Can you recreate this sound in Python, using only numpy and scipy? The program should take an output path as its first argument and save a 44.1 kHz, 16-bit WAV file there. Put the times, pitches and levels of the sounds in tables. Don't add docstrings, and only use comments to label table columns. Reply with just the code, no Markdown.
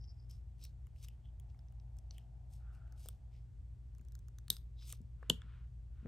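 import sys
import numpy as np
from scipy import signal
from scipy.fft import rfft, irfft, next_fast_len
from scipy.io import wavfile

SR = 44100
rng = np.random.default_rng(int(sys.argv[2]) if len(sys.argv) > 2 else 0)


def invert_db(x):
    u = np.asarray(x, float) / 20
    return 10 ** u


def materialize(psi):
    bounded = np.clip(np.atleast_2d(psi).T, -1, 1)
    quanta = np.round(bounded * 32767).astype(np.int16)
    wavfile.write(sys.argv[1], SR, quanta)


N = 268039


def at_hz(points, hz):
    f, value = np.transpose(points)
    return np.interp(np.log(hz), np.log(f), value)


def rms_one(x):
    return x / np.sqrt(np.mean(x ** 2) + 1e-20)


def peak_one(x):
    return x / np.max(np.abs(x) + 1e-20)


def band(x, low_hz, high_hz):
    sos = signal.butter(2, [low_hz, min(high_hz, .45 * SR)], "band", fs=SR, output="sos")
    return signal.sosfilt(sos, x)


def steep(x, low_hz, high_hz):
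    return band(band(x, low_hz, high_hz), low_hz, high_hz)


def ring(x, hz, t60):
    r, w = invert_db(-60 / (t60 * SR)), 2 * np.pi * hz / SR
    return signal.lfilter([0, np.sin(w)], [1, -2 * r * np.cos(w), r * r], x + 1e-18)


def add(out, s, x):
    at = round(s * SR)
    out[at:at + len(x)] += x[:N - at]


def contact(ms, size):
    t = np.arange(size) / SR * 1000 / max(ms, .1)
    return rng.standard_normal(size) * np.sqrt(t) * np.exp(-1.6 * t)


def grit(size, spread_db):
    catch_db = spread_db * np.minimum(rng.exponential(1, size), 5)
    return rms_one(rng.standard_normal(size) * invert_db(catch_db))


def slipping(size, slip_db):
    flutter = rms_one(band(rng.standard_normal(size), 25, 100))
    return invert_db(slip_db * flutter) * grit(size, spread_db=3.5)


def swell(start, top, end, peak_db, roundness):
    quiet_db = -98
    t = np.arange(round(start * SR), round(end * SR)) / SR
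    rise = np.abs((top - t) / (top - start)) ** roundness[0]
    fall = np.abs((t - top) / (end - top)) ** roundness[1]
    away = np.where(t < top, rise, fall)
    gain = invert_db(peak_db + (quiet_db - peak_db) * away) * signal.windows.tukey(len(t), .1)
    return gain[t >= 0]


def ticks():
    # t/s, peak level/dB, ring f/Hz, dull knock level/dB, bright edge level/dB
    touches = [(0.0415, -60, 6000, -92, -93), (0.2978, -68, 7240, -80, -65),
               (0.3108, -55.5, 5640, -77, -56.5), (0.639, -51, 5400, -77, -45),
               (0.6507, -55, 3950, -85, -44), (0.8687, -67.5, 2860, -67.5, -62),
               (0.9616, -65, 2800, -83, -71), (1.0274, -56, 6300, -82, -56), (1.046, -50, 6700, -66, -54),
               (1.0848, -50.5, 3250, -70, -48.5), (1.2557, -65.5, 3250, -82, -78),
               (1.3981, -63.5, 3400, -83, -51.5), (1.5454, -70, 2230, -70, -85),
               (1.5907, -63.5, 5300, -72.5, -72), (1.6844, -66, 5930, -78, -81),
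               (1.723, -76, 3070, -75, -68), (1.7988, -63.5, 5600, -85, -78), (1.9684, -70, 7490, -77, -66),
               (1.9866, -59, 6200, -78, -54.5), (2.1087, -43, 5900, -70, -75),
               (2.1817, -51.5, 3230, -70, -50.5), (2.8766, -69.5, 2600, -78, -77),
               (2.923, -60, 6550, -65, -60.5), (3.059, -58, 5300, -61, -51),
               (3.0863, -47, 3560, -57.5, -34), (3.9498, -67, 5940, -73, -67),
               (3.9826, -64.5, 7280, -73, -65), (3.995, -69, 2600, -80, -82),
               (4.0118, -69, 7250, -74, -66.5), (4.0495, -67, 7360, -80, -67),
               (4.0848, -64, 6000, -75, -62), (4.121, -62, 7300, -74, -60),
               (4.1521, -51.5, 6650, -64.5, -51), (4.1906, -62, 6350, -76, -61),
               (4.2834, -59, 6560, -66, -57), (4.3851, -50.5, 6500, -59.5, -54),
               (4.481, -47.5, 4700, -58.5, -49), (4.5668, -43, 5000, -64, -45.5),
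               (4.823, -54.5, 4900, -66, -66), (4.894, -54, 6800, -72, -47), (4.925, -44.5, 3940, -74, -33),
               (4.9303, -67, 2410, -54, -64), (5.0152, -70, 7340, -87, -67),
               (5.2281, -62, 2380, -47.5, -75), (5.418, -51, 3370, -52, -82),
               (6.058, -69, 2580, -54, -80.5)]
    out = np.zeros(N)
    for s, peak_db, hz, knock_db, edge_db in touches:
        hit = contact(ms=1.2, size=1500)
        crack = steep(hit, .45 * hz, 7800)
        body = peak_one(ring(crack, hz, 20 / hz)) + invert_db(-4) * peak_one(crack)
        knock = peak_one(steep(hit, 1000, 1900))
        edge = peak_one(steep(hit, 6200, 15500))
        add(out, s, invert_db(peak_db) * peak_one(body) + invert_db(knock_db) * knock + invert_db(edge_db) * edge)
    return out


def slides():
    # start t/s, peak t/s, end t/s, broad scrape level/dB, bright hiss level/dB
    drags = [(0.283, 0.303, 0.42, -78, -75.5), (0.572, 0.64, 0.725, -70.5, -73),
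             (0.943, 1.003, 1.16, -78, -80), (1.004, 1.042, 1.085, -66.5, -64),
             (1.485, 1.498, 1.525, -82, -99), (2.104, 2.13, 2.26, -78.5, -82.5),
             (2.491, 2.536, 2.63, -79.5, -73), (2.715, 2.753, 2.8, -85, -83),
             (2.954, 3.003, 3.06, -76.5, -72.5), (2.989, 3.045, 3.19, -72.5, -69.5),
             (3.309, 3.35, 3.44, -81, -95), (4.757, 4.834, 4.9, -70.5, -83), (4.803, 4.912, 5.01, -64, -59)]
    # f/Hz, width/Hz, mean level/dB (varies from drag to drag)
    prong_modes = [(3680, 470, -5), (5100, 250, 0.5), (6000, 490, -4), (7430, 250, -3)]
    scrape_round, hiss_round = (1.8, 1.37), (1.76, 1.03)
    out = np.zeros(N)
    for start, top, end, scrape_db, hiss_db in drags:
        push = swell(start, top, end, scrape_db, scrape_round)
        rub = slipping(len(push), slip_db=1.9)
        prongs = rms_one(sum(invert_db(db + rng.normal(0, 2.5)) * rms_one(ring(rub, hz, 0.98 / width))
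                             for hz, width, db in prong_modes))
        scrape = rms_one(rms_one(steep(rub, 1660, 5700)) + invert_db(3.5) * prongs)
        hiss = rms_one(band(band(rub, 6140, 11500), 6000, 18000))
        add(out, start, push * scrape + swell(start, top, end, hiss_db, hiss_round) * hiss)
    return out


def cord_squeaks():
    # start t/s, peak t/s, end t/s, squeak level/dB, squeak f/Hz
    squeaks = [(-0.08, 0.037, 0.1, -71.5, 5200), (0.066, 0.093, 0.16, -65, 5170),
               (0.148, 0.202, 0.28, -80, 5100), (0.288, 0.308, 0.4, -70, 5270),
               (0.596, 0.651, 0.69, -64, 5500), (0.6, 0.64, 0.72, -68, 4200),
               (1.047, 1.096, 1.16, -82, 2800), (1.216, 1.26, 1.31, -79, 3200),
               (2.12, 2.167, 2.27, -76.5, 3000), (2.72, 2.754, 2.8, -83, 2600),
               (3.31, 3.35, 3.41, -84, 2290), (4.754, 4.798, 4.96, -71.5, 3750),
               (4.758, 4.83, 4.95, -71, 5100)]
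    half_width_hz = 400
    out = np.zeros(N)
    for start, top, end, squeak_db, hz in squeaks:
        gain = swell(start, top, end, squeak_db, roundness=(1.6, 1.2))
        rub = slipping(len(gain), slip_db=3.5)
        squeak = rms_one(steep(rub, hz - half_width_hz, hz + half_width_hz))
        add(out, max(start, 0), gain * squeak)
    return out


def blow(event, modes):
    out, size = np.zeros(N), 9000
    s, peak_db, ms, rattle_db, rattle_s = event
    t = np.arange(size) / SR
    both = np.array([contact(ms, size), slipping(size, slip_db=1.8)])
    crack, chatter = steep(both, 2800, 13500) + invert_db(-5) * band(both, 800, 1900)
    struck, rubbed = 0, 0
    for hz, db, t60 in modes:
        strike, rub = steep(both, hz / 1.13, hz * 1.13)
        struck = struck + invert_db(db) * peak_one(ring(strike, hz, t60))
        rubbed = rubbed + invert_db(.55 * db) * rms_one(ring(rub, hz, t60))
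    rings = peak_one(struck) + invert_db(-8.5) * peak_one(crack)
    rattle = rms_one(rubbed) + invert_db(-3.0) * rms_one(chatter)
    rattle_gain = invert_db(rattle_db - 60 * t / rattle_s) * (1 - np.exp(-t / .003))
    add(out, s, invert_db(peak_db) * peak_one(rings) + rattle_gain * rms_one(rattle))
    return out


def head_snap():
    # t/s, peak level/dB, contact time/ms, rattle level/dB, rattle t60/s
    snap = (4.5017, -16.5, 1.25, -48.5, 0.19)
    # f/Hz, relative level/dB, t60/s
    head_modes = [(3250, -16, 0.0067), (3730, -2, 0.01), (4450, -14, .008), (4900, -9, .008),
                  (6500, -16, .008), (8500, -7, .008), (9050, -5.5, .007), (9590, -14, 0.0072),
                  (11550, -3, 0.0059), (11850, -5.5, 0.0095), (15400, -17.5, .004)]
    return blow(snap, head_modes)


def set_down():
    # t/s, peak level/dB, contact time/ms, rattle level/dB, rattle t60/s
    landing = (5.2977, -14.5, .42, -53.5, .175)
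    # f/Hz, relative level/dB, t60/s
    tool_modes = [(940, -27, .009), (1260, -32, .009), (1560, -31, .01), (1900, -32, .008), (3000, -2, .01),
                  (3350, -4.5, .009), (4065, -15.5, 0.0099), (4690, -17.5, 0.0096), (5600, -20, .007),
                  (6850, -12, 0.013), (7980, -18.5, 0.013), (8600, -19, .007), (11300, -18.5, .013)]
    return blow(landing, tool_modes)


def thuds():
    # t/s, peak level/dB, softness f/Hz
    pushes = [(3.058, -51, 630), (3.089, -57, 500), (4.0, -57, 200), (4.501, -45.5, 451.5),
              (4.505, -48.5, 160), (4.93, -61, 600), (5.004, -45.5, 150), (5.227, -51, 700),
              (5.295, -42.5, 300), (5.3, -30, 435), (5.301, -31.5, 188.4), (5.445, -52.5, 130),
              (6.029, -49, 160), (6.052, -38.5, 168), (6.058, -45, 450), (6.066, -50, 330)]
    # f/Hz, mean level/dB (varies from push to push), t60/s
    table_modes = [(121, -1, 0.1), (163, 3, .12), (210, 0.5, .09), (240, 2, 0.088), (297, -5, 0.069),
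                   (363, -1.5, 0.063), (430, -1, .06), (490, -0.5, 0.039), (630, -5.5, .03),
                   (800, -11, 0.016)]
    out, click = np.zeros(N), np.eye(1, 12000)[0]
    for s, peak_db, soft_hz in pushes:
        push = band(click, 0.65 * soft_hz, 1.6 * soft_hz)
        rings = sum(invert_db(db + rng.normal(0, 1.5)) * ring(push, hz, t60) for hz, db, t60 in table_modes)
        add(out, s, invert_db(peak_db) * peak_one(rings))
    return out


def cloth():
    # start t/s, peak t/s, end t/s, ring level/dB, broad brush level/dB
    strokes = [(2.576, 2.68, 3.1, -76.5, -89), (5.17, 5.263, 5.42, -81, -79), (5.251, 5.53, 5.71, -78, -76),
               (5.903, 6.09, 6.2, -79, -80)]
    cloth_hz, cloth_t60_s, roundness = 1410, .007, (2.1, 2.2)
    out = np.zeros(N)
    for start, top, end, ring_db, brush_db in strokes:
        ring_gain = swell(start, top, end, ring_db, roundness)
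        brush_gain = swell(start, top, end, brush_db, roundness)
        rub = slipping(len(brush_gain), slip_db=1.2)
        ringing = rms_one(ring(ring(rub, cloth_hz, cloth_t60_s), cloth_hz, cloth_t60_s))
        brush = rms_one(steep(rub, 850, 3700) + 1.2 * steep(rub, 900, 1500))
        add(out, start, ring_gain * ringing + brush_gain * brush)
    return out


def hum():
    # f/Hz, rms level/dB
    tones = [(57.2, -52.5), (59.9, -69), (119.9, -60)]
    t = np.arange(N) / SR
    return sum(np.sqrt(2) * invert_db(db) * np.sin(2 * np.pi * hz * t) for hz, db in tones)


def whoosh():
    # t/s, level/dB
    course = [(0, -85), (.6, -89), (1.2, -85.5), (1.5, -80.5), (2.2, -79.5), (2.9, -79.5), (3.3, -82.5),
              (3.6, -96), (5, -94), (6.08, -93)]
    s, db = np.transpose(course)
    mid, side = band(band(rng.standard_normal((2, N)), 600, 900), 480, 950)
    gain = invert_db(np.interp(np.arange(N) / SR, s, db))
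    return gain * rms_one(mid + 0.53 * side * [[1], [-1]])


def floor():
    # f/Hz, level per Hz/dB
    spectrum = [(25, -103), (32, -91), (40, -75.5), (62, -70.5), (95, -75.5), (140, -85.5), (200, -103),
                (300, -104), (500, -110), (1000, -117), (2000, -122), (4000, -127), (8000, -129),
                (12000, -136), (16000, -140)]
    # f/Hz, correlation (1 = the same on both sides)
    likeness = [(60, 0.94), (130, 0.94), (290, 0.3), (640, .25), (1400, .25), (3100, 0.88), (6800, 0.61),
                (15000, 0.24)]
    out, edges = 0, 24 * 2 ** np.arange(0, 9.6, .4)
    white = rng.standard_normal((2, 2, N + SR))
    for k, (low, high) in enumerate(zip(edges, edges[1:])):
        mid, side = band(white[k % 2], low, high)[:, SR:]
        hz = np.sqrt(low * high)
        alike = np.clip(at_hz(likeness, hz), -1, 1)
        stereo = np.sqrt(1 + alike) * mid + np.sqrt(1 - alike) * side * [[1], [-1]]
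        out = out + invert_db(at_hz(spectrum, hz)) * stereo
    return out * np.sqrt(SR / 4)


def room(x):
    room_t60_s, wall_cut_hz = .26, 9000
    size = next_fast_len(N + SR)
    turn = np.exp(-2j * np.pi * np.arange(size // 2 + 1) / size)
    dull = np.exp(-2 * np.pi * wall_cut_hz / SR)
    wall = (1 - dull) / (1 - dull * turn)
    lags = (rng.uniform(.004, .02, (2, 8)) * SR).astype(int)
    spectrum = rfft(x, size)
    out = []
    for side in lags:
        loops = [invert_db(-60 * d / SR / room_t60_s) * wall * np.exp(d * np.log(turn)) for d in side]
        echoes = sum((-1) ** k * g / (1 - g) for k, g in enumerate(loops))
        out.append(irfft(spectrum * echoes, size)[:N])
    return np.array(out)


def pair(x):
    left_db, lag_us, edge = 1.5, 18, 2000
    wide = np.pad(x, edge, mode="reflect")
    hz = np.arange(len(wide) // 2 + 1) * SR / len(wide)
    late = irfft(rfft(wide) * np.exp(-2j * np.pi * hz * lag_us * 1e-6), len(wide))[edge:-edge]
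    return np.array([x * invert_db(left_db / 2), late * invert_db(-left_db / 2)])


def scene():
    hands = ticks() + slides() + cord_squeaks() + head_snap() + set_down() + cloth()
    table = thuds()
    table_left_db, table_room_db, hands_room_db = 1.0, -25, -29
    table_pair = pair(table) * invert_db(table_left_db * np.array([[.5], [-.5]]))
    echoed = invert_db(hands_room_db) * hands + invert_db(table_room_db) * table
    return pair(hands + hum()) + table_pair + room(echoed) + floor() + whoosh()


def low_pass(x):
    return signal.sosfilt(signal.butter(12, 17010, fs=SR, output="sos"), x)


def record(dry):
    # f/Hz, width/Hz, level/dB
    housing = [(8700, 1700, 4.5), (10110, 700, -17), (11800, 1600, 4.5), (14000, 400, -24.5),
               (15300, 1200, 6.5)]
    for hz, width, db in housing:
        w, g = 2 * np.pi * hz / SR, invert_db(db / 2)
        a = np.pi * width / SR
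        lift = [1 + a * g, -2 * np.cos(w), 1 - a * g]
        damping = [1 + a / g, -2 * np.cos(w), 1 - a / g]
        dry = signal.lfilter(lift, damping, dry)
    mix = signal.sosfilt(signal.butter(6, 16300, fs=SR, output="sos"), dry)
    return low_pass(mix)


dry = scene()
out = record(dry)
materialize(out)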